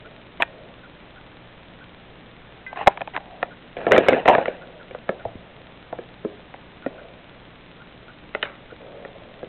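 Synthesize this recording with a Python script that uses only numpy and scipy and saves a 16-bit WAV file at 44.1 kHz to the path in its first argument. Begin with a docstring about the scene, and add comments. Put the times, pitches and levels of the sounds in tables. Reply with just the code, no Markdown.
"""A small camera is carried from a gerbil's tank to a bag of feed in a quiet room.
From 0 s: shaped-noise hiss, mains hum, a regular tick train, faint pips; skin slides on the shell (one resonance).
From 0.4 s: fingers scrape (stick-slip into resonances) and knock (decaying modes) its plastic shell.
At 0.42 s and 2.66 s small hard things tink (clean modes); from 2.87 s dull low bumps join, knocks crowding near 4 s.
The narrow-band microphone path overloads on the hardest knocks."""
import sys
import numpy as np
from scipy import signal
from scipy.fft import rfft, irfft
from scipy.io import wavfile
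from scipy.ndimage import uniform_filter1d

SR = 44100
rng = np.random.default_rng(int(sys.argv[2]) if len(sys.argv) > 2 else 0)


def master_out(mix):
    """Clip the mix to full scale and print it as 16-bit PCM to the path in sys.argv[1]."""
    frames = np.transpose(np.atleast_2d(mix))
    ceiling = np.clip(frames, -1, 1)
    pcm = np.round(ceiling * 32767).astype(np.int16)
    wavfile.write(sys.argv[1], SR, pcm)


N = 418068
TIME_S = np.arange(N) / SR
MIC_EDGE_HZ, OUTPUT_EDGE_HZ = 4020, 16000


def amp(db):
    """Decibels to gain."""
    return 10 ** (np.asarray(db) / 20)


def unit(x):
    """Scales to rms 1."""
    return x / np.sqrt(np.mean(x ** 2) + 1e-20)


def read(points, hz):
    """Interpolates a spectrum table on a log-frequency axis."""
    point_hz, value = np.transpose(points)
    return np.interp(np.log(hz + 1), np.log(point_hz), value)


def add(mix, start_s, sound):
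    """Mixes a sound in at start_s."""
    part = mix[max(round(start_s * SR), 0):][:len(sound)]
    part += sound[:len(part)]


def low_pass(x, hz, size):
    """Steep linear-phase low-pass, delay removed."""
    return signal.oaconvolve(x, signal.firwin(size, hz, window=("kaiser", 8), fs=SR), "same")


def resonate(x, hz, width_hz):
    """Two-stage resonance following hz: shift down to 0 Hz, smooth, shift back."""
    turn = np.exp(2j * np.pi * np.cumsum(hz * np.ones(len(x))) / SR)
    r = np.exp(-np.pi * width_hz / SR)
    smoothed = signal.lfilter([(1 - r) ** 2], [1, -2 * r, r * r], x / turn + 1e-18)
    return 2 * (turn * smoothed).real


def ring(modes, hz, t60_s, scatter, rise_s):
    """Decaying modes, peak 1; scatter detunes each blow's modes, rise_s is the contact time."""
    t = np.arange(SR // 4) / SR
    shifts = 1 + scatter * rng.standard_normal(len(modes))
    wave = np.zeros(len(t))
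    for (factor, db, life), shift in zip(modes, shifts):
        decay = np.exp(-np.log(1000) * t / (t60_s * life))
        wave += amp(db) * decay * np.sin(2 * np.pi * hz * factor * shift * t)
    wave = wave * (1 - np.exp(-(t / rise_s) ** 2))
    return wave / abs(wave).max()


def stroke(t, length_s, attack_s, release_db_per_s):
    """Finger-stroke envelope: linear attack, hold until length_s, exponential release."""
    return np.minimum(t / attack_s, 1) * amp(-np.cumsum(release_db_per_s * (t > length_s)) / SR)


# hiss spectrum shape: frequency_hz, relative_level_db
HISS_SHAPE = [(15, -4), (30, -1), (80, -7.5), (150, -1.5), (300, -5.5), (600, -5.5), (1000, -11),
              (2000, -12.5), (3500, -16), (4400, -21)]
# mains hum partials: frequency_hz, rms_db
HUM_PARTIALS = [(59.6, -61), (119.3, -59.5), (179, -58.5), (238.6, -62.5), (299, -63)]
# electrical pips: centre_s
PIP_TIMES = [.061, .849, 1.176, 1.823, 3.523, 4.628, 4.813, 5.209, 6.84, 6.993, 7.816, 8.096, 8.716]
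HISS_RMS_DB, PIP_RMS_DB = -47, -47  # hiss: below MIC_EDGE_HZ; pip: before its fades
TICK_FIRST_S, TICK_EVERY_S, TICK_MEAN_DB, TICK_SPREAD_DB = .0069, .05244, -19, 1.8
# low swing after every tick, level relative to the tick
SWING_DB, SWING_HZ, SWING_T60_S = -28, 118, 0.019 * 0.93


def electronics(pip_hz=1445, pip_s=0.032, pip_waver=0.044):
    """Shaped noise, steady sines, short wavering pips and a regular impulse train with low swings."""
    hiss = irfft(rfft(rng.standard_normal(N)) * amp(read(HISS_SHAPE, np.fft.rfftfreq(N, 1 / SR))), N)
    out = amp(HISS_RMS_DB) * hiss / np.std(low_pass(hiss, MIC_EDGE_HZ, size=255))
    for hz, db in HUM_PARTIALS:
        out += amp(db) * np.sqrt(2) * np.sin(2 * np.pi * (hz * TIME_S + rng.random()))
    t = np.arange(0, pip_s, 1 / SR)
    fades = signal.windows.tukey(len(t), .2)
    for centre_s in PIP_TIMES:
        waver = pip_waver * unit(uniform_filter1d(rng.standard_normal(len(t)), size=120))
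        # phase skips part of a cycle midway
        skip_cycles = rng.uniform(.3, .6) * (t > rng.uniform(.3, .7) * pip_s)
        cycles = np.cumsum(pip_hz * (1 + waver)) / SR + skip_cycles
        pip = np.sqrt(2) * np.sin(2 * np.pi * cycles) * fades
        add(out, centre_s - pip_s / 2, amp(PIP_RMS_DB) * pip)
    tick_s = np.arange(TICK_FIRST_S, TIME_S[-1], TICK_EVERY_S)
    train = np.zeros(N)
    train[(tick_s * SR).astype(int)] = amp(TICK_MEAN_DB + TICK_SPREAD_DB * rng.standard_normal(len(tick_s)))
    swing = amp(SWING_DB) * ring([(1, 0, 1)], SWING_HZ, SWING_T60_S, scatter=0, rise_s=0.00074)
    return out - train + signal.oaconvolve(train, swing)[:N]


# main shell resonance as the grip tightens and loosens: time_s, resonance_hz
GRIP_PITCH = [(.1, 530), (.41, 765), (.55, 520), (2.75, 784), (3.2, 762), (3.8, 479), (4.15, 480),
              (4.29, 680), (4.33, 697), (4.42, 543), (5.2, 586), (9.4, 558)]


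def grip_hz(t):
    """Main shell resonance at time t: a tighter grip raises it."""
    return np.interp(t, *np.transpose(GRIP_PITCH))


def slips(size, per_s, spread_db, smooth):
    """Stick-slip friction: tiny clicks of uneven size over a smooth rub."""
    clicks = (rng.random(size) < per_s / SR) * rng.choice([-1, 1], size)
    clicks = clicks * amp(spread_db * np.minimum(rng.exponential(1, size), 3))
    return unit(unit(clicks) + smooth * rng.standard_normal(size))


# skin sliding on the shell: start_s, length_s, level_db
SKIN_SLIDES = [(0, 0.069, -48), (0.474, .2, -48), (3.175, .25, -47), (4.45, .3, -44.5),
               (5.075, 0.055, -40.5), (5.25, 0.34, -54), (6.25, 0.086, -49), (6.857, 0.21, -45),
               (8.782, 0.27, -44), (9.095, 0.46, -49)]
SLIDE_ATTACK_S, SLIDE_RELEASE_DB_PER_S = 0.031, 108.5


def slide(width_hz=260):
    """Soft skin friction excites only the main shell resonance."""
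    rub = resonate(slips(N, per_s=700, spread_db=-1.0, smooth=0.62), grip_hz(TIME_S), width_hz)
    pressure, t = np.zeros(N), np.arange(SR) / SR
    for start_s, length_s, db in SKIN_SLIDES:
        add(pressure, start_s, amp(db) * stroke(t, length_s, SLIDE_ATTACK_S, SLIDE_RELEASE_DB_PER_S))
    return unit(rub) * pressure


LOOSE_HZ, TIGHT_HZ = 579, 790


def by_grip(t, loose, tight):
    """Blends two values by grip tightness at time t, read from the shell resonance."""
    return np.interp(grip_hz(t), [LOOSE_HZ, TIGHT_HZ], [loose, tight])


# fingers scraping: start_s, length_s, body_db, grit_db
FINGER_SCRAPES = [(.399, .015, -24, -30.5), (2.757, 0.077, -33, -37), (2.882, 0.046, -43, -41),
                  (3.135, 0.035, -37, -37.5), (3.764, .085, -33, -41), (3.865, 0.048, -22.5, -43),
                  (3.909, 0.064, -17, -25), (4.027, 0.058, -32.5, -32.5), (4.088, 0.049, -18.5, -26.5),
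                  (4.252, 0.023, -27.5, -32), (4.278, 0.064, -16, -25.5), (4.359, 0.046, -24.5, -33.5),
                  (4.46, 0.046, -40, -42), (8.426, .022, -39, -35)]
# low shell resonances: grip_pitch_factor, width_hz, relative_level_db
BODY_RESONANCES = [(.62, 170.5, -3.5), (1.0, 206, 5.5), (1.28, 219, 2.5)]
# upper shell resonances: centre_hz (before wander), width_hz, relative_level_db
GRIT_RESONANCES = [(1338, 550, -22.5), (1675, 550, 9), (2297, 790, 5.5), (3420, 2400, -9)]
SCRAPE_ATTACK_S = 0.0034
# a tight grip stops a scrape sooner
RELEASE_LOOSE_DB_PER_S, RELEASE_TIGHT_DB_PER_S = 178.5, 901.5


def scrapes(wander=0.11):
    """Stick-slip drives low body resonances and gritty upper ones that wander as the contact moves."""
    out, t = np.zeros(N), np.arange(SR // 2) / SR
    for start_s, length_s, body_db, grit_db in FINGER_SCRAPES:
        drive = slips(len(t), per_s=600, spread_db=3.5, smooth=0.75)
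        grip = grip_hz(start_s + t)
        contact = np.exp(wander * unit(uniform_filter1d(rng.standard_normal(len(t)), size=1200)))
        body = unit(sum(amp(db) * resonate(drive, grip * factor, width_hz)
                        for factor, width_hz, db in BODY_RESONANCES))
        grit = unit(sum(amp(db) * resonate(drive, hz * contact, width_hz)
                        for hz, width_hz, db in GRIT_RESONANCES))
        release = by_grip(start_s + t, RELEASE_LOOSE_DB_PER_S, RELEASE_TIGHT_DB_PER_S)
        envelope = stroke(t, length_s, SCRAPE_ATTACK_S, release)
        add(out, start_s, (amp(body_db) * body + amp(grit_db) * grit) * envelope)
    return out


# after-ring colour: frequency_hz, level_db
AFTER_COLOUR = [(60, -36.5), (250, -4.5), (550, -6), (1100, 2), (2200, -4), (4000, 3.5)]
# after-ring decay: frequency_hz, t60_s
AFTER_DECAY = [(150, 0.6), (550, 0.34), (1200, 0.12), (3000, 0.12)]


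def after_ring():
    """Diffuse tail of the shell's many weak modes: noise decaying at its own rate in each band."""
    hz, t, bands = signal.stft(rng.standard_normal(SR // 3), SR, nperseg=256)
    decay = np.exp(-np.log(1000) * t / read(AFTER_DECAY, hz)[:, None])
    tail = signal.istft(bands * decay, SR, nperseg=256)[1]
    tail = np.pad(tail / np.linalg.norm(tail), 256)
    colour = amp(read(AFTER_COLOUR, np.fft.rfftfreq(len(tail), 1 / SR)))
    return irfft(rfft(tail) * colour)[256:]


# finger knocks on the shell: start_s, thud_db, snap_db, thud_pitch_hz, snap_pitch_hz
FINGER_KNOCKS = [(0.4222, -16.5, -1, 670, 2453), (0.4294, -16.5, -7.5, 866, 2030),
                 (2.729, -22.5, -29.5, 860, 2190), (2.809, -16.5, -33, 840, 2200),
                 (2.872, 8.5, -1, 724, 2200), (2.8775, -3, -4.5, 809, 1930),
                 (2.974, -24.5, -22.5, 920, 2390), (3.008, -22, -21.5, 614, 1860),
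                 (3.0159, -16.5, -18.5, 724, 2300), (3.075, -23, -25.5, 824, 2380),
                 (3.1648, -18, -9, 933, 1670), (3.175, -22, -20, 830, 2120), (3.4287, -11.5, -8, 703, 1883),
                 (3.768, -25.5, -25, 503, 2265), (3.867, -7, -13, 463, 1730), (3.9195, -.5, 1.5, 530, 1950),
                 (3.9335, -5.5, -8.5, 536, 2055), (3.945, -7, -16, 500, 1865),
                 (3.9635, -8.5, -6, 495, 1770), (3.9794, 1.5, -3, 486, 2356),
                 (4.0848, 1.5, -1.5, 556, 2200), (4.131, -7.5, -11, 474, 2015), (4.257, -8, -11, 616, 1910),
                 (4.279, -3.5, -2.5, 718, 1910), (4.285, 1, -6.5, 698, 2220), (4.297, -1.5, -16, 727, 2390),
                 (4.314, -7.5, -25, 670, 1650), (4.3505, -6, -5.5, 606, 1720),
                 (4.3823, -6.5, -18.5, 613, 1880), (4.457, -25, -14, 625, 1910),
                 (4.4807, -12.5, -21.5, 512, 2300), (4.91, -27.5, -31.5, 487, 2280),
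                 (4.9485, -23, -25.5, 603, 1560), (5.0917, -11, -11.5, 500, 1720),
                 (5.252, -17, -36, 617, 1800), (5.9271, -18.5, -24.5, 636, 1432),
                 (5.9873, -21.5, -30.5, 488, 1790), (6.249, -12, -31, 430, 1340),
                 (6.5405, -29.5, -27.5, 735, 1970), (6.8622, -15, -22.5, 501, 1880),
                 (8.3494, -16.5, -11.5, 563, 2010), (8.4275, -37, -11, 612, 2910),
                 (8.4297, -18.5, -10.5, 603, 1970), (8.722, -29, -41, 474, 1586),
                 (9.0498, -24.5, -26, 518, 1840), (9.43, -21.5, -34.5, 488, 1660)]
# low shell modes: pitch_factor, relative_level_db, t60_factor
THUD_SHELL_MODES = [(.55, -8.5, 0.93), (.8, -3.5, 1.25), (1.03, 3, 0.91), (1.25, -8.5, 1.23)]
# high shell modes: pitch_factor, relative_level_db, t60_factor
SNAP_SHELL_MODES = [(.76, -1, 1), (1.0, 6, 0.56), (1.27, -2, 0.57), (1.65, -14, 0.41)]
# base t60 in thud cycles at equal snap and thud; shorter as the snap stands further over the thud
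RING_CYCLES, SHORTEN_OCTAVES_PER_DB = 14.04, .02
CLICK_OVER_SNAP_DB = 2.5
TOUCH_LEAD_S, TOUCH_DB = 0.0096, -26  # light touch before landing, relative to the blow
AFTER_LOOSE_DB, AFTER_TIGHT_DB = -10, -25.5  # a tight grip damps the after-ring


def knocks():
    """Light touch, then contact click, brief snap and low thud of the shell modes, faint after-ring."""
    out = np.zeros(N)
    for start_s, thud_db, snap_db, thud_hz, snap_hz in FINGER_KNOCKS:
        t60_s = RING_CYCLES / thud_hz / 2 ** (SHORTEN_OCTAVES_PER_DB * (snap_db - thud_db))
        blow = amp(thud_db) * ring(THUD_SHELL_MODES, thud_hz, t60_s, scatter=0.041, rise_s=0.0019)
        blow += amp(snap_db) * ring(SNAP_SHELL_MODES, snap_hz, t60_s, scatter=.04, rise_s=.00025)
        blow[0] += amp(snap_db + CLICK_OVER_SNAP_DB)
        add(out, start_s - TOUCH_LEAD_S, amp(TOUCH_DB) * blow)
        add(out, start_s, blow)
        after_gain = amp(by_grip(start_s, AFTER_LOOSE_DB, AFTER_TIGHT_DB))
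        add(out, start_s, after_gain * signal.oaconvolve(blow, after_ring()))
    return out


# touches on small hard things: start_s, peak_db, pitch_factor
HARD_TOUCHES = [(0.424, -34, 1.19), (2.6644, -25.5, 1.004)]
# their modes: base_hz, relative_level_db, base_t60_s
HARD_MODES = [(1560, -9.5, 0.42), (2017, 0, 0.15), (2446, -17, 0.2)]


def tink():
    """Each touch rings a few clean modes of a small hard thing."""
    out = np.zeros(N)
    for start_s, db, pitch_factor in HARD_TOUCHES:
        # t60_s here scales the table's base_t60_s
        add(out, start_s, amp(db) * ring(HARD_MODES, pitch_factor, t60_s=0.92, scatter=0, rise_s=0.00032))
    return out


# dull bumps of the whole camera: start_s, peak_db, base_hz, base_t60_s
CAMERA_BUMPS = [(2.871, -12.5, 75, 0.022), (4.12, -20, 274, .12), (5.094, -26.5, 196, 0.068),
                (5.258, -31, 112, 0.14), (5.354, -29, 250, 0.018), (5.357, -34, 98, 0.1),
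                (6.2489, -22, 241, 0.042), (6.8626, -17.5, 273, 0.057)]


def bumps():
    """A push rocks the whole camera in one low, quickly dying swing."""
    out = np.zeros(N)
    for start_s, db, hz, t60_s in CAMERA_BUMPS:
        add(out, start_s, amp(db) * ring([(0.98, 0, 0.97)], hz, t60_s, scatter=0, rise_s=0.0015))
    return out


def scene(stiff_hz=110):
    """All sources in one channel; the small stiff shell passes on little bass."""
    stiffness = signal.butter(2, stiff_hz, "high", fs=SR, output="sos")
    handling = signal.sosfilt(stiffness, knocks() + scrapes() + slide())
    return (handling + bumps() + tink() + electronics())[None]


def record(dry, spill_db=-4, spill_hz=4900):
    """Narrow-band microphone path limits near 0.7; part of the distortion spills into the treble."""
    narrow = low_pass(dry[0], MIC_EDGE_HZ, size=191)
    limited = narrow / (1 + (narrow / .7) ** 24) ** (1 / 24)
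    distortion = limited - narrow
    spill = distortion - low_pass(distortion, spill_hz, size=41)
    overloaded = narrow + low_pass(distortion, MIC_EDGE_HZ, size=191) + amp(spill_db) * spill
    return low_pass(overloaded, OUTPUT_EDGE_HZ, size=511)[None]


dry = scene()
out = record(dry)
master_out(out)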